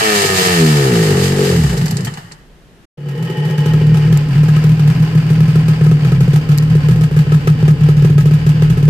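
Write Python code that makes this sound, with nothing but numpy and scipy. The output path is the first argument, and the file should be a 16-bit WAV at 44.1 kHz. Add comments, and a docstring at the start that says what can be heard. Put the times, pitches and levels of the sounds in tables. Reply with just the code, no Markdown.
"""A small two-stroke motorcycle stands on concrete, heard a step from its silencer.
First the revs fall from a blip of the throttle and catch briefly. The engine then runs down and stops
with a few metal clacks. After a short silence it idles unevenly, with loud pops among mild turns.
Each firing rings the exhaust chamber (a boom) and the tailpipe (a bark) and spits gas,
while the cylinder rattles. Three sharp clicks are heard, and toward the end the idle grows lumpier."""
import sys
import numpy as np
from scipy import signal
from scipy.fft import rfft, irfft
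from scipy.io import wavfile
from scipy.ndimage import uniform_filter1d, minimum_filter1d, map_coordinates

SR = 44100
rng = np.random.default_rng(int(sys.argv[2]) if len(sys.argv) > 2 else 0)


def output_pcm(signal):
    """Save a mono or channel-first signal as 16-bit PCM at the path in sys.argv[1].

    Samples are clipped to [-1, 1] before scaling.
    """
    pcm = np.clip(np.atleast_2d(signal).T, -1, 1) * 32767
    wavfile.write(sys.argv[1], SR, np.round(pcm).astype(np.int16))


N = 392049
T = np.arange(N) / SR

# Falling crank speed: t/s, turns/Hz
CRANK_SPEED = [(0, 110.7), (.08, 107), (.188, 100.4), (.364, 94), (.51, 89.3), (.628, 79.2), (.742, 73.7),
               (.86, 66), (.936, 57.4), (1.026, 53.5), (1.165, 45), (1.282, 47), (1.43, 47.3), (1.5, 44.7),
               (1.594, 40), (1.7, 31), (1.75, 25)]
# Exhaust while running down: t/s, boom level/dB, bark level/dB
EXHAUST_LEVELS = [(0.0, -19, -21), (0.08, -10, -18), (0.27, -14.5, -21), (0.47, -9, -17), (0.55, -8, -22),
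                  (0.63, 1.5, -16), (0.73, 0.5, -28), (0.78, -2, -18), (1.2, -2.5, -18), (1.32, -3, -23.5),
                  (1.41, -3.5, -14.5), (1.54, -4, -18.5), (1.59, -0.5, -29), (1.66, 0.5, -31),
                  (1.69, -6, -36), (1.74, -7, -25), (1.79, -5, -29), (1.83, -1, -34), (1.9, -10, -37.5),
                  (1.94, -4.5, -38), (1.99, -9, -31.5), (2.07, -9, -40.5), (2.12, -17, -42),
                  (2.22, -23.5, -49), (2.4, -27, -50)]
# Boost from a slightly open throttle: t/s, rasp level/dB, hiss level/dB
THROTTLE = [(0, 11.5, 5), (.27, 1, 4), (.32, 4, -0.5), (.38, 5, 7.5), (.5, 7, 4), (.64, 1, 2.5),
            (.9, 0.5, 0), (1.05, 0, 3.5), (1.15, 1, 1.5), (1.24, 0, 6.5), (1.34, -2.5, -1.5),
            (1.46, 0.5, 4.5), (1.6, -2.5, 0.5)]
# Moments of uneven burning: t/s, half length/s, extra level spread/dB
STUMBLES = [(0.253, 0.028, 13.2), (.41, 0.095, 4)]
# A slow engine sputters: turns/Hz, level spread/dB, timing spread/s
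SPUTTER = [(42, 1.3, .0001), (55, .8, .00005), (70, 0, 0)]
# A slow engine's gas churns more: turns/Hz, noise strength in the boom, in the bark
BURBLE = [(20, .7, 3), (32, .15, 1.6), (46, .08, .3), (80, .03, .12)]
# Idle pops: t/s, then level/dB of bark, boom, spit, ping, next turn's boom and spit, later mild booms
POPS = [(3.086, -27, -14, -37, -52.0, -16, -46.0, -12), (3.151, -29, -18.5, -46, -59.0, -12, -40, -8),
        (3.225, -23, -7, -32.5, -52, -10, -39, -10), (3.298, -17, -11, -34, -52, -14, -56, -17.5),
        (3.37, -29, -7.5, -37, -57.5, -11.5, -43, -9), (3.45, -20.5, -7, -32, -52, -8.5, -41, -14.0),
        (3.499, -20, -6, -32.5, -56.0, -11.5, -50, -11),
        (3.578, -24.5, -2.5, -29.5, -38, -8.5, -38.5, -14.5),
        (3.658, -17, -4.5, -26.5, -38, -5.5, -42, -1.5), (3.735, -22.0, -2, -31, -37, -7, -44, -8),
        (3.813, -19, -4, -44, -50.0, -5.5, -51, -16), (3.866, -25, -2.5, -37, -50, -2.5, -53, 1.5),
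        (3.942, -28, -0.5, -29, -35, -7, -29, -4), (4.049, -23.5, -4.5, -38, -51.0, -3.5, -45, 2),
        (4.124, -18, 1, -26.5, -36, -6.5, -47, -8), (4.206, -33, -10, -46, -52.0, -13, -47, -6.5),
        (4.285, -29, -9, -35, -43, -7, -45, -6.5), (4.352, -27, -1.5, -37, -52.0, -3, -36.5, -1),
        (4.432, -21, -6, -32, -38, -7.5, -46.5, -14.0), (4.483, -20, -1, -29.5, -32, -4, -49, -4.0),
        (4.562, -21, -2, -29, -31, -10, -44, -6), (4.64, -19.0, -0.5, -29, -35, -4.0, -45, -14.0),
        (4.692, -26, -1.5, -32, -53.5, -0.5, -37, -3.5), (4.794, -25, -2.0, -31.5, -36, -6, -49, -0.5),
        (4.875, -29.0, -2.0, -28.5, -55, -0.5, -34.0, -2), (4.998, -32, 0, -34, -49, -2.5, -35, -6.5),
        (5.15, -22, 1, -32, -44.0, -1.5, -40, -3), (5.302, -18.5, 0.5, -29, -34, -6, -38, 3.5),
        (5.404, -20, 1, -30, -34, -1.5, -46.0, -8), (5.479, -30, 0.5, -31, -42.5, -17, -46, -2),
        (5.555, -15, 0.5, -29, -31, -2, -48.0, 0.5), (5.682, -18, -0.5, -25, -52, -3.0, -50, -4),
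        (5.81, -17.0, 0.5, -39.5, -34, -6, -32, -20), (5.863, -16.0, 0, -33, -32, -0.5, -43.0, -14.0),
        (5.913, -14.5, 1, -30, -32, -6, -51, -2.5), (6.047, -19, -4.5, -30, -43.5, -2, -38.5, -2),
        (6.118, -15, 0.5, -32, -30, -4.5, -42, -0.5), (6.206, -17, 1, -25.5, -50.5, -1, -44, -6.5),
        (6.277, -17.5, 1, -34, -51.0, -21, -47.5, -14.0), (6.333, -16, -1, -26, -36, -2, -27.5, -10),
        (6.489, -19, 0, -28.5, -42, -5, -31, 2.5), (6.597, -27, -8.5, -35, -52.5, -4, -34.0, -6),
        (6.675, -39, -9, -45, -46.0, -1, -35, 2), (6.751, -14.5, -0.5, -31.5, -50.0, -14, -54, -1),
        (6.886, -15, -3.0, -26, -49, 1.5, -32.5, -1), (6.958, -21, -2.5, -37, -49, -7.0, -53, -14.0),
        (7.01, -22, -2.5, -29.5, -33, -1, -29.5, -17.5), (7.111, -21, -7, -39, -51, -10.5, -51, -14.0),
        (7.164, -16, 0, -28.5, -28, 1, -28.5, -15.5), (7.266, -21, -6.5, -47, -53.0, -9, -59, -14.0),
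        (7.319, -12.5, -0.5, -27, -24, 1.5, -30.5, -9.5), (7.472, -11, -1, -24.5, -18, 1, -37, -6),
        (7.626, -15, 2, -33, -42.5, -10.5, -51, -14.0), (7.679, -14.0, -0.5, -25.5, -26, 0.5, -40, -5),
        (7.808, -25, -0.5, -36.0, -55.0, 1, -33, -11.5), (7.887, -12.0, 1, -28, -29.5, -10, -55, -9.0),
        (7.967, -27, -0.5, -32, -52.5, -8.5, -43.0, -14.0), (8.022, -18, 0, -31, -53.0, -8.0, -29.0, -14.0),
        (8.046, -11, 3, -28, -38, -13.5, -50, -14.0), (8.098, -16, 0, -33.5, -34.0, -15, -47.0, 1.5),
        (8.18, -14, -0.5, -23.5, -47.0, -14, -35.0, 2), (8.256, -15, 0.5, -27, -39, -22, -55, -14.0),
        (8.31, -17, -1.5, -38, -35, 0.0, -30, -4), (8.464, -17, 0.5, -26.5, -31.0, -0.5, -29.5, -0.5),
        (8.621, -13, 1, -26, -36.0, -7.5, -58, -4), (8.699, -24, 0.5, -27, -49.5, -3, -47, -6),
        (8.771, -18, -3.5, -32.0, -31, -13, -47, -14.0), (8.826, -20, -2, -33.5, -39.5, 0.5, -34, -14.0),
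        (8.879, -15, -3, -32, -30.5, -8.0, -33.5, -14.0)]
# How fully the idle misfires: t/s, lumpiness (0-1)
LUMPINESS = [(3.4, 0), (5, 0.1), (7.2, 1)]
# Short bright clicks: t/s, level/dB, time to fade by 60 dB/s, top edge level/dB
CLICKS = [(1.673, -17, .04, -6), (1.775, -14, 0.091, 8), (1.858, -12.5, 0.061, 11), (1.881, -16, 0.061, -4),
          (1.909, -12, 0.06, 12), (1.969, -10, 0.056, -2), (2.007, -18, 0.047, -9), (2.048, -12, 0.086, 10),
          (2.076, -24, 0.041, -10), (2.138, -21, 0.079, -10), (2.231, -47, 0.058, -16),
          (2.32, -20.5, 0.062, -15), (4.174, -9, 0.011, 17), (6.577, -12, 0.012, 26), (6.584, -3, 0.016, 8)]
# The next three: t/s, level/dB
KNOCKS = [(2.071, -18.5), (6.159, -24.5)]  # blows on the pipe wall
WHISTLE_LEVEL = [(3, -40), (3.3, -32), (4, -31), (4.3, -41), (5.4, -38), (8.9, -38)]  # gas in the tailpipe
FIN_LEVEL = [(3, -48), (3.3, -35), (3.6, -31), (3.85, -34), (4.2, -43), (5.2, -45.5), (7.3, -44)]  # ringing cooling fins

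# The notes at which each part rings: f/Hz, width/Hz, level/dB
CHAMBER_RUN_DOWN = [(146, 46, 0)]
CHAMBER_IDLE = [(147.5, 18.5, -3)]
TAILPIPE_RUN_DOWN = [(408, 52, 0), (456, 52, -.5)]
TAILPIPE_IDLE = [(387.3, 27, 6.5), (410, 15, -6.5), (455.7, 19.5, -4.5), (485, 43, -7)]
HEADER, MOUTH = [(146, 50, 6)], [(400, 145, 0)]  # pipe from the cylinder, silencer opening
PIPE_WALL = [(790, 40, -4), (870, 50, 0), (1010, 40, -3), (1285, 60, -1), (1720, 80, -2), (1840, 80, 0),
             (2300, 60, -4), (2650, 60, -3), (3020, 70, -1)]
WALL_SINGING = [(795, 40, -2), (868, 45, 0), (1010, 25, -6), (1266, 55, 0), (1700, 70, 0), (1815, 80, 4)]  # the wall at high revs
SILENCER_CAN = [(1278, 28, 0), (1650, 45, -6)]
COOLING_FINS = [(855, 13, 2), (1861, 21, -2.5), (2977, 58, -5.5)]
CLICK_PING = [(4420, 110, 0), (4950, 130, -1), (7250, 180, -3)]

# The tone of each noise, from bass to treble: f/Hz, level/dB
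RASP_TONE = [(330, -42), (560, -15.5), (696, 1), (874, 4), (945, -2), (1120, -2), (1260, -1), (1370, -3),
             (1830, 3), (1980, -0.5), (2440, -21.5), (2990, 0.5), (3290, -23.5), (4500, -67), (5850, -57),
             (9900, -120)]
HISS_TONE = [(2060, 2), (3500, 1), (3710, 1), (4880, 3.5), (5840, -2.5), (6380, -0.5), (7670, 0),
             (9230, -4), (10800, -10), (13700, -6), (14500, -28)]
SPIT_TONE = [(400, -18), (700, 11.5), (1400, 8), (2500, 10), (4000, 4), (6000, 2), (8500, -0.5),
             (10500, -5), (13000, -1), (14500, -5)]
RATTLE_TONE = [(280, -11), (480, 2), (612, -3), (832, 4.5), (905, -6), (1020, 5), (1170, -4.5), (1280, 2),
               (1380, -1), (1690, 3), (1980, -3), (2920, -1), (3360, -8), (4760, -13.5), (6000, -55),
               (7800, -48.5), (13200, -120)]
IDLE_HISS_TONE = [(2350, 6.5), (4000, -22), (4460, 4), (4910, 3.5), (5860, -5.5), (8460, -7), (9890, -16),
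                  (13700, -11), (14500, -12)]
CLICK_TONE = [(1000, -11), (2200, 4.5), (3200, -4.5), (4300, 7.5), (6000, 4), (7800, 6.5), (10000, -4),
              (14500, -38)]
BACKGROUND_TONE = [(18, -8.5), (30, -14), (43, -5.5), (86, -20.5), (168, -15.5), (304, -22.5), (383, -22.5),
                   (674, -30), (1160, -33.5), (1740, -31), (2310, -37), (2840, -35.5), (3770, -39.5),
                   (11100, -50), (14000, -53)]

# The microphone moves along the bike: t/s, nearness to the silencer (0-1)
NEARNESS = [(3.6, 0.52), (5.1, 0.38), (7.3, 0.67)]
# Later arrival on its left side: t/s, delay/ms
LEFT_DELAY = [(2.85, .42), (2.97, 0), (5.7, .1), (7.3, .26), (8.9, .32)]
# Left side compared with right: f/Hz, level/dB
BALANCE = [(100, 0.1), (200, 0.3), (370, 1.6), (1200, 1.8), (2300, 0.2), (4300, -1.8), (8000, -1.3),
           (14000, 1.7)]
# How alike the two sides are: f/Hz, likeness (0-1)
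LIKENESS = [(150, 0.83), (300, 0.8), (600, 1), (1200, 0.074), (2500, 0.29), (5000, 0.041), (14000, 0.2)]

COAST_S, SPREAD_DB = 0.39, 0.55  # how slowly the crank coasts down; level spread between turns
PUMP_DB, FULL_PUMP_SLOWING = -15, 68  # pumping is strongest once the crank loses 68 Hz a second
# Level/dB at 100 turns a second, change/dB each time the speed doubles
RASP_LAW, HISS_LAW, HUM_LAW, SING_LAW = (-20, 3.57), (-20, 6.15), (-26.5, 9.2), (-23, 12)
IDLE_HZ, JITTER_S = 38.62, .0005  # idle turns a second; mild turns fire a little early or late
MILD_DB, MILD_SPREAD_DB = (-39, -3, -60, -50), (3, 1.6, 3, 3)  # bark, boom, spit, ping
SECOND_BARK_DB, MISFIRE_DB, RECOVERY_DB = -15.5, -26, -6.5  # the turns that follow a pop
CRACK_DB, PING_DB = -15.5, 3
# Level/dB beside the bike, level/dB at the silencer
THROB_DB, OVERTONE_DB, RUMBLE_DB = (-36.5, -20), (-40, -16), (-44.5, -15)
TAILPIPE_DB, SWIRL_DB = (-15, -23.5), (-30, -36)
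RATTLE_DB, IDLE_HISS_DB = (-28.5, -37), (-34.5, -46.5)
SILENCE_S, SWELL_S, BASS_IN_S = (2.853, 2.975), (2.88, 3.75), (3.52, 3.72)  # start, end
CEILING_DB, LIMITER_S, TOP_HZ = -.1, .008, 14500


def idle():
    """Each turn of the crank rings the exhaust and spits gas, as hard as it burns."""
    phase, times, (bark_db, boom_db, spit_db, ping_db) = idle_turns()
    boom = idle_boom(times, boom_db)
    bark, crack = idle_bark(times, bark_db)
    swirl = idle_gain(SWIRL_DB) * steady(band(noise(), 226, 298))  # chamber gas fills the gaps
    echo = undb(-13) * echoes(boom, t60=0.046).mean(axis=0)
    pipe = boom + bark + throb(phase, times, boom_db) + swirl + echo
    bright = cylinder_rattle(times) + gas_spit(times, spit_db, ping_db) + crack
    return (pipe + delay_left(bright)) * (T > SILENCE_S[1])


def idle_turns():
    """Uneven burning: gives the running count of turns, their times and their four levels."""
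    pops = np.array(POPS)
    marks = np.r_[SILENCE_S[1], pops[:, 0]]
    gaps = np.maximum(1, np.round(np.diff(marks) * IDLE_HZ))  # pops fall on whole turns
    turns = np.cumsum(np.r_[0, gaps]).astype(int)
    phase = np.interp(T, marks, turns) + IDLE_HZ * np.maximum(T - marks[-1], 0)
    times = np.interp(np.arange(phase[-1]), phase, T)
    db = MILD_DB + luck(len(times), size=4).T * MILD_SPREAD_DB
    db[:turns[1], 1] += pops[0, -1]
    db[:turns[1]] += np.linspace(-7, 0, turns[1])[:, None]  # build up to the first pop
    ends = np.r_[turns[2:], len(db)]
    for turn, end, pop in zip(turns[1:], ends, pops):
        s, bark, boom, spit, ping, next_boom, next_spit, mild_boom = pop
        run = db[turn:end]
        run[:1] = bark, boom, spit, ping
        run[1:2, :3] = bark + SECOND_BARK_DB, next_boom, next_spit
        run[2:, 1] += mild_boom
        if len(run) > 3:  # in a long gap the third turn misfires and later booms are weaker
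            lumpy = np.interp(s, *np.transpose(LUMPINESS))
            run[2] += lumpy * MISFIRE_DB
            run[3:, 1] += lumpy * RECOVERY_DB / len(run[3:])
    is_mild = ~np.isin(np.arange(len(times)), np.r_[turns, turns + 1])
    return phase, times + is_mild * JITTER_S * luck(len(times), size=1)[0], db.T


def idle_boom(times, boom_db):
    """Each firing rings the header pipe and then the chamber; the deep bass fades in late."""
    blows = pulses(times, undb(boom_db)) * strike_size(CHAMBER_IDLE)
    boom = band(ring(ring(blows, HEADER), CHAMBER_IDLE), 60, 205)
    thin = band(boom, 115, 600)
    return thin + (boom - thin) * np.interp(T, BASS_IN_S, [0, 1])


def idle_bark(times, bark_db):
    """A pop leaves the silencer as a bark and a hard crack; the tailpipe rings and whistles."""
    blows = pulses(times, undb(bark_db))
    pop = np.e * band(ring(ring(blows, MOUTH), MOUTH), 256, 730) * strike_size(MOUTH)
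    bursts = noise() * uniform_filter1d(fade(blows, 0.01), size=90)
    crack = 4 * undb(CRACK_DB) * band(bursts, 520, 1800)
    ringing = band(ring(blows, TAILPIPE_IDLE), 326, 533) * strike_size(TAILPIPE_IDLE)
    whistle = steady(band(ring(noise(), TAILPIPE_IDLE + MOUTH), 340, 540))
    tailpipe = ringing * idle_gain(TAILPIPE_DB) + whistle * undb(curves(WHISTLE_LEVEL)[0])
    return pop + 0.7 * tailpipe + 0.55 * echoes(tailpipe, t60=0.07), crack


def run_down():
    """One exhaust pulse a turn: the pitch falls while the pipe's own notes stay put."""
    hz = curves(CRANK_SPEED)[0] * np.exp(-np.maximum(T - CRANK_SPEED[-1][0], 0) / COAST_S)
    phase = np.cumsum(hz) / SR
    turns = np.arange(1, phase[int(EXHAUST_LEVELS[-1][0] * SR)])
    times = np.interp(turns, phase, T)
    size_luck, gas_luck, time_luck = luck(len(times), size=3)
    sputter_db, sputter_s = curves(SPUTTER, at=np.interp(times, T, hz))
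    times = times + sputter_s * time_luck
    stumble_db = sum(db * np.exp(-((times - s) / half) ** 2) for s, half, db in STUMBLES)
    sizes = undb((SPREAD_DB + sputter_db + stumble_db) * size_luck)
    blows = pulses(times, sizes)
    gulps = pulses(np.interp(turns + .5, phase, T), sizes)  # the intake, half a turn later
    late_blows = pulses(times + 0.00611, sizes)  # after crossing the chamber
    boom = run_down_boom(hz, phase, blows, gulps, late_blows)
    bark = run_down_bark(hz, late_blows)
    gas = rasp_and_hiss(hz, blows, spurts=pulses(times, sizes * undb(7 * gas_luck)))
    hum = np.sin(2 * np.pi * (phase - .35)) * speed_gain(hz, HUM_LAW)
    wall = band(ring(pulses(times, 1), WALL_SINGING), 774, 1880, order=4)
    sing = steady(wall) * speed_gain(hz, SING_LAW)
    echo = .26 * echoes(boom, t60=.22) + .45 * echoes(bark, t60=.1)
    engine = boom + bark + hum + sing + piston_pump(hz, phase) + delay_left(gas)
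    return (engine + echo) * np.interp(T, [2.1, 2.5], [1, 0])


def run_down_boom(hz, phase, blows, gulps, late_blows):
    """Gas flow rings the chamber, which swallows most of the once-a-turn swing."""
    swing = 1.3 * hz / SR * np.cos(2 * np.pi * phase)
    flow = blows + np.interp(hz, [22, 42], [.8, .15]) * gulps - swing
    ringing = ring(ring(flow, CHAMBER_RUN_DOWN), CHAMBER_RUN_DOWN)
    boom = steady(band(ringing, 50, 300), span=.07)
    burble = steady(band(rng.standard_normal(N), 120, 160), span=.04)
    boom = steady(boom + curves(BURBLE, at=hz)[0] * burble, span=.07)
    # a little flow slips past without ringing the chamber
    low_leak = undb(-15) * steady(band(flow, 95, 98))
    high_leak = undb(-10) * steady(band(echoes(late_blows, t60=0.043), 215, 313))
    boom = boom + np.interp(hz, [24, 47, 58], [.12, .6, 1]) * (low_leak + high_leak)
    # the long pipe delays the deep part, rounding each spike
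    boom = steady(boom - 2 * ring(boom, [(110, 70, 0)]), span=.06)
    return boom * undb(curves(EXHAUST_LEVELS)[0] - 9)


def run_down_bark(hz, blows):
    """Each pulse rings the tailpipe and drags churning gas along."""
    ringing = ring(ring(blows, TAILPIPE_RUN_DOWN), TAILPIPE_RUN_DOWN)
    bark = steady(band(ringing, 180, 595), span=0.24)
    burble = steady(band(ring(noise(), TAILPIPE_RUN_DOWN), 220, 650))
    bark = steady(bark + curves(BURBLE, at=hz)[1] * burble, span=.08)
    return bark * undb(curves(EXHAUST_LEVELS)[1] + 1.5)


def rasp_and_hiss(hz, blows, spurts):
    """Gas tears out after each pulse, and the pipe wall buzzes with it."""
    flutter = steady(fade(spurts, 0.016)) + 3.3
    wall = ring(blows, PIPE_WALL)
    buzz = .8 * steady(band(wall, 680, 3400)) + .5 * steady(band(wall, 600, 1400))
    buzz = buzz + .6 * steady(colour(echoes(blows, t60=.04), RASP_TONE))
    rush = steady(colour(noise() * flutter, RASP_TONE))
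    buzz_share = np.interp(hz, [45, 90], [.15, .82])
    rasp = steady(np.sqrt(buzz_share) * steady(buzz) + np.sqrt(1 - buzz_share) * rush)
    hiss = colour(noise() * flutter, HISS_TONE) / np.std(flutter)
    hiss = steady(hiss + 0.72 * steady(colour(echoes(blows, t60=0.056), HISS_TONE)))
    rasp_boost, hiss_boost = undb(curves(THROTTLE))
    return rasp * rasp_boost * speed_gain(hz, RASP_LAW) + hiss * hiss_boost * speed_gain(hz, HISS_LAW)


def piston_pump(hz, phase):
    """While the crank slows, the piston pumps air twice a turn."""
    slowing = -uniform_filter1d(np.gradient(hz), size=2000) * SR
    strength = np.clip(slowing / FULL_PUMP_SLOWING, 0, 1)
    return band(-np.cos(4 * np.pi * phase) * strength, 62, 122) * undb(PUMP_DB)


def throb(phase, times, boom_db):
    """A deep once-a-turn throb swells with the idle's firings, amid the rumble of churning gas."""
    surge_db = uniform_filter1d(boom_db, size=4) - np.median(boom_db)
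    uneven_db = surge_db + 0.94 * luck(len(times), size=1)[0]
    swing = np.sin(2 * np.pi * phase) * undb(np.interp(T, times, uneven_db)) * idle_gain(THROB_DB)
    overtone = -np.sin(6 * np.pi * phase) * undb(np.interp(T, times, surge_db / 2))
    rumble = steady(band(noise(), 62, 132)) * idle_gain(RUMBLE_DB)
    return (swing + overtone * idle_gain(OVERTONE_DB) + rumble) * np.interp(T, BASS_IN_S, [0, 1])


def gas_spit(times, spit_db, ping_db):
    """Each idle firing spits crackling gas and pings the silencer can."""
    spurts = uniform_filter1d(fade(pulses(times, undb(spit_db)), 0.02), size=150)
    crackle = undb(3 * np.repeat(rng.standard_normal(N // 30 + 1), 30)[:N])
    jet = noise() * steady(crackle) * spurts
    taps = pulses(times + 0.00516, undb(ping_db + PING_DB)) * strike_size(SILENCER_CAN)
    can_rush = undb(20) * band(ring(jet, SILENCER_CAN), 1030, 3100)
    return colour(jet, SPIT_TONE) + can_rush + ring(taps, SILENCER_CAN)


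def cylinder_rattle(times):
    """The piston slaps at both ends of its stroke: a rattle, a hiss and ringing fins."""
    first, second = luck(len(times), size=2)
    slaps = pulses(times, undb(5 * first)) + pulses(times + .5 / IDLE_HZ, undb(-5.5 + 7 * second))
    shake = steady(fade(slaps, 0.029)) + 0.36
    rattle = steady(colour(noise() * shake, RATTLE_TONE)) * idle_gain(RATTLE_DB)
    fins = steady(band(ring(noise() * shake, COOLING_FINS), 760, 3400)) * undb(curves(FIN_LEVEL)[0])
    hiss = steady(colour(noise() * shake, IDLE_HISS_TONE)) * idle_gain(IDLE_HISS_DB)
    return rattle + fins + hiss


def clicks():
    """Short bright clicks: metal clacks as the engine stops, and three sharp clicks during the idle."""
    body, edge = np.zeros(N), np.zeros(N)
    for s, db, t60, edge_db in CLICKS:
        start = int(s * SR)
        burst = undb(db - 9) * 1000 ** (-T[:SR // 4] / t60)
        body[start:start + len(burst)] += burst
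        edge[start:start + len(burst)] += burst * undb(edge_db)
    ping = undb(8) * band(ring(noise() * body, CLICK_PING), 3900, 8000)
    click = undb(-2) * colour(noise() * body, CLICK_TONE)
    return ping + click + undb(-11) * band(noise() * edge, 11100, 13200)


def knocks():
    """Dull knocks ring the pipe wall."""
    times, db = np.transpose(KNOCKS)
    bursts = noise() * fade(pulses(times, undb(db)), 0.013)
    return undb(11.5) * band(ring(bursts, PIPE_WALL), 600, 3600)


def background():
    """Faint steady low rumble and hiss under everything."""
    return colour(noise(), BACKGROUND_TONE) * undb(-44)


def undb(db):
    """Turn decibels into a multiplier."""
    return 10 ** (np.asarray(db) / 20)


def curves(table, at=T):
    """Smoothly look up a table by its first column, normally at every moment."""
    keys, *columns = np.transpose(table)
    return [np.interp(at, keys, column) for column in columns]


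def speed_gain(hz, law):
    """A faster crank is louder."""
    db, slope = law
    return undb(db + slope * np.log2(hz / 100))


def idle_gain(levels):
    """Fade an idle layer in and set its level by where the microphone is."""
    beside_db, close_db = levels
    near, = curves(NEARNESS)
    return np.interp(T, SWELL_S, [0, 1]) * undb(beside_db + (close_db - beside_db) * near)


def luck(count, size):
    """Give size rows of limited random values, one value a turn."""
    return np.clip(rng.standard_normal((400, size))[:count], -1.5, 1.5).T


def across(points, size):
    """Look up a table at every frequency of a sound size samples long."""
    hz, value = np.transpose(points)
    return np.interp(np.log(np.arange(size // 2 + 1) * SR / size + 1), np.log(hz), value)


def colour(x, tone):
    """Shape a sound by a tone table, cutting steeply past its ends; white noise keeps its power."""
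    size = x.shape[-1]
    hz = np.arange(size // 2 + 1) * SR / size + 1
    ends = np.minimum(1, np.minimum(hz / tone[0][0], tone[-1][0] / hz)) ** 4
    gain = undb(across(tone, size)) * ends
    return irfft(rfft(x) * gain / np.sqrt(np.mean(gain ** 2)), size)


def noise(size=N):
    """Left and right white noise: alike in the bass, mostly unrelated in the treble."""
    like = np.clip(across(LIKENESS, size), 0, 1)
    mid, side = rfft(rng.standard_normal((2, size)))
    mid, side = mid * np.sqrt((1 + like) / 2), side * np.sqrt((1 - like) / 2)
    return irfft(np.array([mid + side, mid - side]), size)


def ring(x, notes):
    """Let a sound ring a part at each of its notes."""
    return sum(undb(db) * signal.lfilter(*signal.iirpeak(hz, hz / width, fs=SR), x + 1e-18)
               for hz, width, db in notes)


def strike_size(notes):
    """The click size that rings a part's first note up to its listed level."""
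    return SR / (2 * np.pi * notes[0][1])


def band(x, low_hz, high_hz, order=2):
    """Keep what lies between two frequencies."""
    return signal.sosfilt(signal.butter(order, [low_hz, high_hz], "band", fs=SR, output="sos"), x + 1e-18)


def steady(x, span=0.68):
    """Hold the average strength over span seconds at 1."""
    power = np.mean(np.atleast_2d(x) ** 2, axis=0)
    size = int(span * SR)
    average = np.abs(uniform_filter1d(uniform_filter1d(power, size), size))
    return x / np.sqrt(average + 1e-6 * power.mean())


def pulses(times, sizes):
    """One click of the given size at each time."""
    return np.bincount(np.clip(times * SR, 0, N - 1).astype(int), sizes * np.ones(len(times)), N)


def fade(x, seconds):
    """Each click becomes a jump that dies away."""
    return signal.lfilter([1], [1, -np.exp(-1 / (seconds * SR))], x + 1e-18)


def echoes(x, t60):
    """Many short bounces off panels, wheel and concrete, fading by 60 dB in t60 seconds."""
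    t = np.arange(SR // 4) / SR
    paths = noise(len(t)) * 1000 ** (-t / t60)
    return signal.fftconvolve(np.atleast_2d(x), paths / np.sqrt(np.sum(paths ** 2) / 2), axes=1)[:, :N]


def delay_left(x):
    """High sounds reach the left side later than the right."""
    delay_ms, = curves(LEFT_DELAY)
    left, right = x * np.ones((2, 1))
    return np.array([map_coordinates(left, [(T - delay_ms / 1000) * SR], order=3), right])


def scene():
    """Engine, clicks and background together, with a slightly different tone on each side."""
    sound = run_down() + idle() + clicks() + knocks() + background()
    balance_db = np.array([[.5], [-.5]]) * across(BALANCE, N)
    return irfft(rfft(sound) * undb(balance_db), N)


def record(dry):
    """A limiter turns loud peaks down, the sound cuts out briefly, and the highest treble is removed."""
    size = int(LIMITER_S * SR)
    peak = -minimum_filter1d(-np.abs(dry).max(axis=0), size)
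    gain = uniform_filter1d((1 + (peak / undb(CEILING_DB)) ** 8) ** (-1 / 8), size)
    sound_on = uniform_filter1d(1. * ((T < SILENCE_S[0]) | (T > SILENCE_S[1])), size=200)
    return signal.sosfilt(signal.ellip(10, .2, 80, TOP_HZ, fs=SR, output="sos"), dry * gain * sound_on)


dry = scene()
out = record(dry)
output_pcm(out)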